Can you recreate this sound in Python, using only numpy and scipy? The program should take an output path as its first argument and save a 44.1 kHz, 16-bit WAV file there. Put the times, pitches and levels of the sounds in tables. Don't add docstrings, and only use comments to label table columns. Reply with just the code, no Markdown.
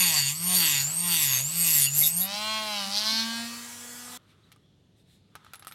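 import sys
import numpy as np
from scipy import signal
from scipy.fft import rfft, irfft, next_fast_len
from scipy.io import wavfile
from scipy.ndimage import uniform_filter1d, map_coordinates

SR = 44100
rng = np.random.default_rng(int(sys.argv[2]) if len(sys.argv) > 2 else 0)


def invert_db(level):
    return 10 ** (np.asarray(level, dtype=float) / 20)


def wav_record(signal):
    frames = np.transpose(np.atleast_2d(signal))
    bounded = np.clip(frames, -1, 1)
    quanta = np.round(bounded * 32767).astype(np.int16)
    wavfile.write(sys.argv[1], SR, quanta)


N = 253131
CUT_S = 4.176
T = np.arange(round(CUT_S * SR)) / SR
CLOCK = np.arange(N) / SR
LIFT_S = 0.035

# touch in seconds, full pressure in seconds,
# let go in seconds, force in dB, thinning of the plastic in dB.
STROKES = [
    (-.1, -0.002, .305, -27.5, -0.5),
    (0.387, 0.566, 0.82, -28, 1),
    (0.974, 1.13, 1.4, -27.5, 5),
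    (1.444, 1.672, 1.85, -25.5, 10),
    (1.927, 1.98, 2.078, -22, 20.5),
    (2.13, 2.207, 2.28, -27, 28),
]


def shaft():
    # time in seconds, speed in turns per second.
    loaded_speed = [(-0.014, 188.9), (0.13, 156.8), (0.25, 137.9), (0.505, 181.3), (0.802, 137.4),
                    (1.035, 174.8), (1.299, 133.9), (1.361, 127.6), (1.586, 169.1), (1.866, 137.0),
                    (1.962, 145.7), (2.089, 156.9), (2.184, 177.2), (2.451, 214.8), (2.79, 201.8),
                    (2.87, 195.4), (2.956, 205.5), (3.114, 221.3)]
    idle_hz, run_up_s = 251.25, .687
    s, hz = np.transpose(loaded_speed)
    line = np.array([np.ones_like(s), s])
    bend = np.block([[abs(s[:, None] - s) ** 3, line.T], [line, np.zeros((2, 2))]])
    *c, a, b = np.linalg.solve(bend, np.r_[hz ** 2, 0, 0])
    t = np.minimum(T[::64], s[-1])
    energy = abs(t[:, None] - s) ** 3 @ c + a + b * t
    loaded = np.interp(T, T[::64], np.sqrt(energy))
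    speed = idle_hz - (idle_hz - loaded) * np.exp(-np.maximum(T - s[-1], 0) / run_up_s)
    return speed, 2 * np.pi * np.cumsum(speed) / SR


def cutting(angle):
    # centre in Hz, width in Hz, level in dB.
    plastic_modes = [(2052, 300, -7), (2517, 65, -1.5), (2774, 81, 3.5), (3206, 198, -5), (3540, 260, -4)]
    disc_low_modes = [(4400, 330, -1.5), (4633, 55, 11)]
    disc_high_modes = [(5630, 1200, -7.5), (6900, 120, 5), (7500, 810, -6.5), (8500, 500, -0.5),
                       (9400, 490, -4)]
    rim_modes = [(11370, 790, -2.5), (12900, 1120, -5.5), (14620, 900, -10)]
    plastic_db, low_db, high_db, rim_db, whine_db = bite_levels()
    plastic = resonant(beats(angle, rough=.13, sharp=.9, scatter_db=.8), plastic_modes)
    plastic = patchy(plastic, depth_db=3)
    low = resonant(beats(angle - 1.5, rough=.3, sharp=0.36, scatter_db=1), disc_low_modes)
    high = resonant(beats(angle - 1.1, rough=0.92, sharp=0.48, scatter_db=-1.5), disc_high_modes)
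    high = patchy(high, depth_db=2.5)

    bite = ((1 + np.cos(angle - .6)) / 2) ** 3.5 + .15
    sing_phase = 2 * np.pi * 11500 * T + 1.5 * wobble(250) + 9 * wobble(25)
    sing = np.sqrt(2) * invert_db(1.7 * wobble(39.6)) * np.sin(sing_phase)
    scrape = patchy(resonant(rng.standard_normal(len(T)), rim_modes), depth_db=2.2)
    rim = unit(bite * (0.92 * sing + scrape))

    strain = invert_db(-21.0 + 2.2 * wobble(4.7)) * np.sin(2 * angle)
    out = invert_db(plastic_db) * plastic + invert_db(0.57 * plastic_db - 14.5) * strain
    out += invert_db(low_db) * low + invert_db(high_db) * high
    out += invert_db(rim_db) * rim + invert_db(whine_db) * tooth_whine(angle) + squeals(angle)
    return out * np.clip((2.27 - T) / 0.058, 0, 1)


def tooth_whine(angle):
    flutter = .5 * wobble(120) + .4 * np.sin(angle)
    whine = (1 + 0.41 * np.cos(angle)) * invert_db(0.81 * wobble(60)) * np.sin(50 * angle + flutter)
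    return unit(whine) * np.clip((2.2 - T) / .02, 0, 1)


def squeals(angle):
    # start in seconds, length in seconds, pitch in Hz, level in dB.
    sticks = [
        (0.191, 0.059, 4600, -33.5),
        (1.78, 0.097, 9400, -33),
        (1.857, 0.036, 2767, -40.5),
        (2.006, 0.043, 2106, -42.5),
        (2.026, 0.055, 3677, -33),
        (2.207, 0.038, 3757, -40),
        (2.197, 0.069, 7500, -46),
    ]
    out = np.zeros(len(T))
    for s, length, hz, db in sticks:
        swell = np.sin(np.pi * np.clip((T - s) / length, 0, 1))
        swell = swell * (1 + 0.59 * np.cos(angle)) * invert_db(2.49 * wobble(60))
        out += invert_db(db + 8.0) * swell * np.sin(2 * np.pi * hz * T + 0.54 * wobble(87))
    return out


def bite_levels():
    *_, force, thin = np.transpose(STROKES)
    sag = 29.5 * invert_db(-thin)

    def layer(gain_db, thinning, rest_db, sags, chatter_db):
        peak_db = force + gain_db - thinning * thin
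        return chatter_db * wobble(21.97) + pushes(STROKES, peak_db, rest_db, sags * sag, LIFT_S)

    plastic = layer(-.4, 1.026, -50.5, 1.0, 1.9)
    disc_low = layer(-3.0, 1.0, -49, 0.74, 3)
    disc_high = layer(-1.6, 0.22, -41.5, 0.37, 1.3)
    rim = layer(.9, 0.022, -40.5, 1.0, 1.5)
    whine = layer(-2.5, .55, -34, 0.62, 2.6)
    return plastic, disc_low, disc_high, rim, whine


def motor(speed, angle):
    # shaft speed in Hz, hum level in dB.
    cradle = [(125, -42.5), (150, -37), (180, -38), (200, -48), (214, -52.5), (222, -43), (229, -37),
              (240, -40.5)]
    # centre in Hz, width in Hz, level in dB.
    housing_modes = [(700, 470, -4.5), (789, 110, 3.5), (1127, 120, -1.5)]
    # frequency in Hz, density in dB per Hz.
    air_spectrum = [(180, -58.5), (300, -28.5), (477, -8.5), (676, -16.5), (711, -10), (1190, -7.5),
                    (2200, -8), (6780, -7.5), (7370, -5), (15800, -18)]
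    # centre in Hz, width in Hz, level in dB.
    fan_modes = [(7500, 1100, 0)]
    loose, away = loosened(), drawn_away()
    *_, thin = np.transpose(STROKES)
    load = pushes(STROKES, invert_db(-.6 * thin), 0, np.full(len(thin), 1.4), LIFT_S)
    hum_db = np.interp(speed, *np.transpose(cradle)) + 3.5 - 9 * away + 1.1 * wobble(12)
    buzz_db = -57 + 13 * load + 13 * loose - 15 * away + 3.4 * (1 - loose) * wobble(14)
    air_db = -48 + 6.5 * load + 5.46 * loose - 3.3 * away + 3.4 * (1 - loose) * wobble(9)

    blows = beats(angle, rough=.03, sharp=.4, scatter_db=.5)
    buzz = filtered(resonant(blows, housing_modes), lambda f: 1 / (1 + (500 / (f + 1)) ** 6))
    buzz = patchy(buzz, depth_db=5.5)
    fan = invert_db(-8) * away * resonant(rng.standard_normal(len(T)), fan_modes)
    air = patchy(noise(air_spectrum, size=len(T)) + fan, depth_db=2)
    spindle, knock_db = loose_spindle(speed, angle, blows)
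    body = invert_db(hum_db) * np.sin(angle) + invert_db(buzz_db) * buzz + invert_db(air_db) * air
    return body + spindle + bearing(angle) + jolts(), shaft_orders(angle, knock_db)


def loose_spindle(speed, angle, blows):
    # start in seconds, full in seconds, end in seconds, knock in dB, rattle in dB.
    shudders = [
        (2.24, 2.33, 2.37, -47, -34),
        (2.38, 2.49, 2.58, -32, -38),
        (2.64, 2.779, 2.83, -36.5, -33.5),
        (2.89, 2.972, 2.985, -38.5, -23.5),
        (2.949, 3.08, 3.2, -31, -24.5),
        (3.14, 3.267, 3.36, -39, -35.5),
    ]
    # centre in Hz, width in Hz, level in dB.
    chuck_modes = [(2400, 640, -1.8), (3010, 820, 0.76)]
    spindle_modes = [(4320, 1100, 2.5), (5800, 1300, -6.5)]
    grip_modes = [(1720, 800, 0)]
    settle_s = 0.08
    loose, away = loosened(), drawn_away()
    *_, knocks, rattles = np.transpose(shudders)
    knock_db = pushes(shudders, knocks, -43, np.full(len(knocks), 9.), settle_s) - 11 * away
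    rattle_db = pushes(shudders, rattles, -39.0, np.full(len(knocks), 12.), settle_s) - 11 * away

    slow = np.clip((212 - speed) / 8.5, 0, 1) * (1 - ramp(2.9, 3.2))
    skip = 1 + 0.43 * slow * np.cos(angle / 2)
    knock = patchy(resonant(blows, chuck_modes), depth_db=5.5)
    rattle = resonant(skip * beats(angle, rough=.09, sharp=1.5, scatter_db=.3), spindle_modes)
    rattle = patchy(rattle, depth_db=1)
    grip_db = -9.5 + 10.7 * ramp(2.91, 3.37) + 1.7 * wobble(9)
    grip = invert_db(grip_db) * resonant(resonant(blows, grip_modes), grip_modes)
    out = invert_db(knock_db - 3.5) * (knock + grip) + invert_db(rattle_db - 1.06) * rattle
    out = filtered(loose * (1 - away) * out, lambda f: 1 / (1 + (800 / (f + 1)) ** 4))
    return out, knock_db


def shaft_orders(angle, knock_db):
    # multiple of the shaft speed, level in dB.
    free_orders = [(1, 0), (2, -12), (3, -9), (4, -22.5), (5, -7), (6, -9), (7, -12.5), (8, -13), (9, -26),
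                   (10, -21.5), (11, -27), (12, -18.5), (13, -16.5), (14, -13)]
    loose_orders = [(1, -6), (2, -21), (3, -3), (4, 2), (5, 0), (6, -10), (7, -7), (8, -5.5), (9, -6.5),
                    (10, -3.5), (11, -3.5), (12, -3), (13, -1.5), (14, -12), (15, 2), (16, -3), (17, -5.5),
                    (18, -14), (19, 5.5), (20, -23), (21, -6)]
    loose, away = loosened(), drawn_away()
    free_db = -60 + 13 * away
    loose_db = -25.5 + 0.41 * knock_db - 7 * ramp(2.71, 2.88) - 30 * away
    free = invert_db(free_db) * tones(free_orders[1:], angle)
    shaking = invert_db(loose_db) * tones(loose_orders[2:], angle + .011 * wobble(45))
    return loose * (free + shaking)


def bearing(angle):
    # multiple of the shaft speed, level in dB.
    ball_tones = [(20.35, -10), (24.42, -9), (26.43, -1), (27.44, -18), (29.52, 2), (30.54, -12.5),
                  (31.33, -1), (31.52, -4), (32.33, -13), (32.52, -10), (33.52, -9), (35.24, -3.5),
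                  (37.17, -17), (39.65, -5), (41.68, -13), (43.06, -11), (44.7, -1), (46.55, -2),
                  (51.8, -5), (57, -2)]
    level = invert_db(-67 + 7.8 * ramp(2.3, 2.6) + 2.85 * drawn_away())
    return loosened() * level * tones(ball_tones, angle + .012 * wobble(30))


def jolts():
    # time in seconds, pitch in Hz, level in dB.
    thumps = [
        (1.99, 70, -52),
        (2.334, 200, -39),
        (2.87, 209, -44),
        (3.135, 260, -44),
    ]
    return sum(invert_db(db) * np.exp(-((T - s) / .018) ** 2) * np.sin(2 * np.pi * hz * (T - s))
               for s, hz, db in thumps)


def loosened():
    return ramp(2.144, 2.36)


def drawn_away():
    return ramp(3.394, 3.85)


def hands():
    return taps_and_jingles() + (CLOCK > CUT_S) * gloves()


def taps_and_jingles():
    # time in seconds, peak in dB, body in dB, fizz in dB.
    touches = [(4.5177, -47.5, -10, -13), (4.5244, -50, -13, -9), (4.561, -60.5, -3, -8),
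               (5.3536, -41.5, -1, -9), (5.3604, -49, 6.5, -16.5), (5.4468, -53.5, 3, -9.5),
               (5.465, -54, 6, -22), (5.5347, -38, -5, -8), (5.5441, -42.5, -2, -14), (5.5555, -48, -8, -2),
               (5.5951, -51, -4, -2), (5.6241, -44.5, 0.5, -18), (5.6477, -47, -5, -8.5),
               (5.67, -39.5, -0.5, -5.5), (5.6796, -41, -6, -8.5), (5.7125, -48.5, -1, -5),
               (5.722, -40, -8, -13)]
    # pitch in Hz, level in dB, 60 dB decay in seconds.
    part_modes = [(1263, 4.5, 0.038), (1510, 0.5, 0.023), (828, -9, 0.088)]
    # time in seconds, pitch in Hz, level in dB, 60 dB decay in seconds.
    glints = [
        (5.536, 10800, -48.5, 0.089),
        (5.556, 11000, -47, 0.082),
        (5.596, 11050, -52, .12),
        (5.597, 8500, -65, .12),
        (5.672, 12900, -52.5, .15),
        (5.672, 11100, -45, .12),
        (5.676, 8500, -48, 0.14),
        (5.713, 10000, -58, .1),
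        (5.723, 12900, -49.5, .12),
    ]
    crack_modes = [(2536, 1800, 1), (5420, 4000, -5.5)]  # Hz, width Hz, dB
    fizz_modes = [(8500, 3000, -1.5), (12500, 4200, -3)]
    out, t = np.zeros(N + SR), np.arange(SR // 10) / SR
    for s, db, body_db, fizz_db in touches:
        body = np.zeros(len(t))
        for hz, level, t60 in part_modes:
            decay = invert_db(level + rng.normal(0, 3) - 60 * t / t60)
            body += decay * np.sin(2 * np.pi * hz * rng.normal(1, .05) * t)
        crack_decay = invert_db(-60 * t / 0.01287) + 0.74 * invert_db(-60 * t / 0.0914)
        crack = resonant(crack_decay * rng.standard_normal(len(t)), crack_modes)
        fizz_decay = invert_db(-60 * t / .01) + 0.17 * invert_db(-60 * t / 0.063)
        fizz = resonant(fizz_decay * rng.standard_normal(len(t)), fizz_modes)
        tap = 0.12 * crack + invert_db(body_db - 3.0) * body + invert_db(fizz_db - 12.0) * fizz
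        out[round(s * SR):][:len(t)] += invert_db(db) * tap
    for s, hz, db, t60 in glints:
        out[round(s * SR):][:len(t)] += invert_db(db - 60 * t / t60) * np.sin(2 * np.pi * hz * t)
    return out[:N]


def gloves():
    # time in seconds, activity in dB.
    activity = [(4.18, 0), (4.5, -1.5), (4.7, -6), (5.1, -9), (5.36, -1.5), (5.41, 3), (5.53, 7),
                (5.62, 0.5), (5.74, 5)]
    # frequency in Hz, density in dB per Hz.
    cloth_spectrum = [(1060, -32), (1800, -16), (2170, -17), (2780, -18), (3600, -11), (4650, -19.5),
                      (4900, -22.5), (11700, -30.5), (15000, -44.5)]
    # time in seconds, half length in seconds, level in dB, hiss in dB.
    brushes = [
        (4.307, 0.027, -68, -21),
        (4.463, .05, -81.5, -13),
        (4.998, .03, -75, -1),
        (5.127, 0.053, -69, -3),
        (5.465, 0.0264, -70, -8.5),
    ]
    # time in seconds, half length in seconds, pitch in Hz, level in dB.
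    whistles = [
        (4.45, .035, 3880, -75),
        (4.67, .05, 3340, -73),
        (4.85, .03, 3400, -83),
    ]
    activity_db, = curves(activity)
    slide = resonant(rng.standard_normal(N), [(1274, 340, 0)])
    cloth = patchy(noise(cloth_spectrum), depth_db=2.0)
    hiss = noise([(4000, -30), (8000, 0.0), (15000, -11)])
    out = invert_db(-72.5 + 0.68 * activity_db) * cloth
    out += invert_db(-69 + 3 * np.minimum(activity_db, 1.5)) * slide
    for s, half, db, hiss_db in brushes:
        out += invert_db(db) * np.exp(-((CLOCK - s) / half) ** 2) * (cloth + invert_db(hiss_db) * hiss)
    for s, half, hz, db in whistles:
        swell = np.exp(-((CLOCK - s) / half) ** 2) * invert_db(2.0 + 4.3 * wobble(70, CLOCK))
        out += invert_db(db) * swell * np.sin(2 * np.pi * hz * CLOCK + 2.2 * wobble(170, CLOCK))
    return out


def room_tone():
    # frequency in Hz, density in dB per Hz.
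    murmur_spectrum = [
        [15, -69],
        [25, -31.5],
        [66, -11],
        [81, -10],
        [102, -3.5],
        [122, -8],
        [155, -3.5],
        [267, -14],
        [405, -17],
        [599, -24],
        [2040, -44.5],
        [2930, -32],
        [12600, -54],
        [16400, -85],
        [22000, -120],
    ]
    hum = invert_db(2.7 * wobble(19, CLOCK)) * np.sin(2 * np.pi * 100 * CLOCK + 0.66 * wobble(16, CLOCK))
    return invert_db(-62.5) * noise(murmur_spectrum) + invert_db(-56 - 2.5 * CLOCK) * hum


def beats(angle, rough, sharp, scatter_db, count=64):
    half = np.sin(angle / 2)
    safe_half = half + 1e-9 * (half >= 0) - 1e-9 * (half < 0)
    blow = np.sin((count + .5) * angle) / safe_half
    grit = np.exp(sharp * np.cos(angle)) * rng.standard_normal(len(T))
    turn = np.round(angle / (2 * np.pi)).astype(int)
    strength = invert_db(scatter_db * rng.standard_normal(turn[-1] + 1))[turn]
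    rough = np.clip(rough, 0, 1)
    return strength * (np.sqrt(1 - rough) * unit(blow) + np.sqrt(rough) * unit(grit))


def tones(table, angle):
    a = round(2.15 * SR)
    out = np.zeros(len(T))
    for k, db in table:
        phase = k * angle[a:] + rng.uniform(0, 2 * np.pi)
        out[a:] += invert_db(db + 1.53 * wobble(11, T[a:])) * np.sin(phase)
    return out


def pushes(rows, peak_db, rest_db, sag, release):
    levels = []
    for (a, b, c, *_), db, fall in zip(rows, peak_db, sag):
        levels.append(np.interp(T, [a, b, c, c + release], [rest_db, db, db - fall * (c - b), rest_db]))
    return np.max(levels, axis=0)


def ramp(start, end):
    return np.clip((T - start) / (end - start), 0, 1)


def curves(rows):
    s, *cols = np.transpose(rows)
    return [np.interp(CLOCK, s, c) for c in cols]


def wobble(rate, t=T):
    coarse = t[::32]
    knots = rng.standard_normal(int(N * rate / SR) + 4)
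    return np.interp(t, coarse, map_coordinates(knots, [coarse * rate]))


def unit(x):
    return x / np.sqrt(np.mean(x ** 2) + 1e-20)


def filtered(x, response):
    m = next_fast_len(len(x) + 8192)
    return irfft(rfft(x, m) * response(np.fft.rfftfreq(m, 1 / SR)), m)[:len(x)]


def resonant(x, modes):
    def response(f):
        return sum((-1) ** k * invert_db(db) * 1j * f * w / (c * c - f * f + 1j * f * w)
                   for k, (c, w, db) in enumerate(modes))
    return unit(filtered(x, response))


def noise(points, size=N):
    f, db = np.transpose(points)
    white = rng.standard_normal(size)
    return unit(filtered(white, lambda hz: invert_db(np.interp(np.log(hz + 1), np.log(f), db))))


def patchy(x, depth_db):
    z = signal.stft(x, nperseg=256)[2]
    field = uniform_filter1d(rng.standard_normal(z.shape), size=3, axis=0)
    field = uniform_filter1d(uniform_filter1d(field, size=30, axis=1), size=30, axis=1)
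    gain = invert_db(depth_db * unit(field))
    even = np.sqrt(np.mean(abs(z * gain) ** 2, axis=0) / np.mean(abs(z) ** 2, axis=0))
    even = uniform_filter1d(even, size=20)
    return signal.istft(z * gain / even, nperseg=256)[1][:len(x)]


def scene():
    # delay in seconds, level in dB.
    walls = [(.0031, -10), (.0058, -13.5), (.0094, -11), (.015, -14.5), (.023, -14.5)]
    speed, angle = shaft()
    body, orders = motor(speed, angle)

    def echoes(f):
        return 1 + sum(invert_db(db) * np.exp(-2j * np.pi * f * s) for s, db in walls)

    tool = filtered(cutting(angle) + body, echoes) + orders
    tool = tool * np.clip((CUT_S - T) / .002, 0, 1)
    return (np.pad(tool, (0, N - len(T))) + hands() + room_tone())[None]


def roll_off(x):
    return signal.sosfilt(signal.butter(12, 16000, fs=SR, output="sos"), x)


def record(dry):
    mix = filtered(dry[0], lambda hz: hz < 15830)[None]
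    return roll_off(mix)


dry = scene()
out = record(dry)
wav_record(out)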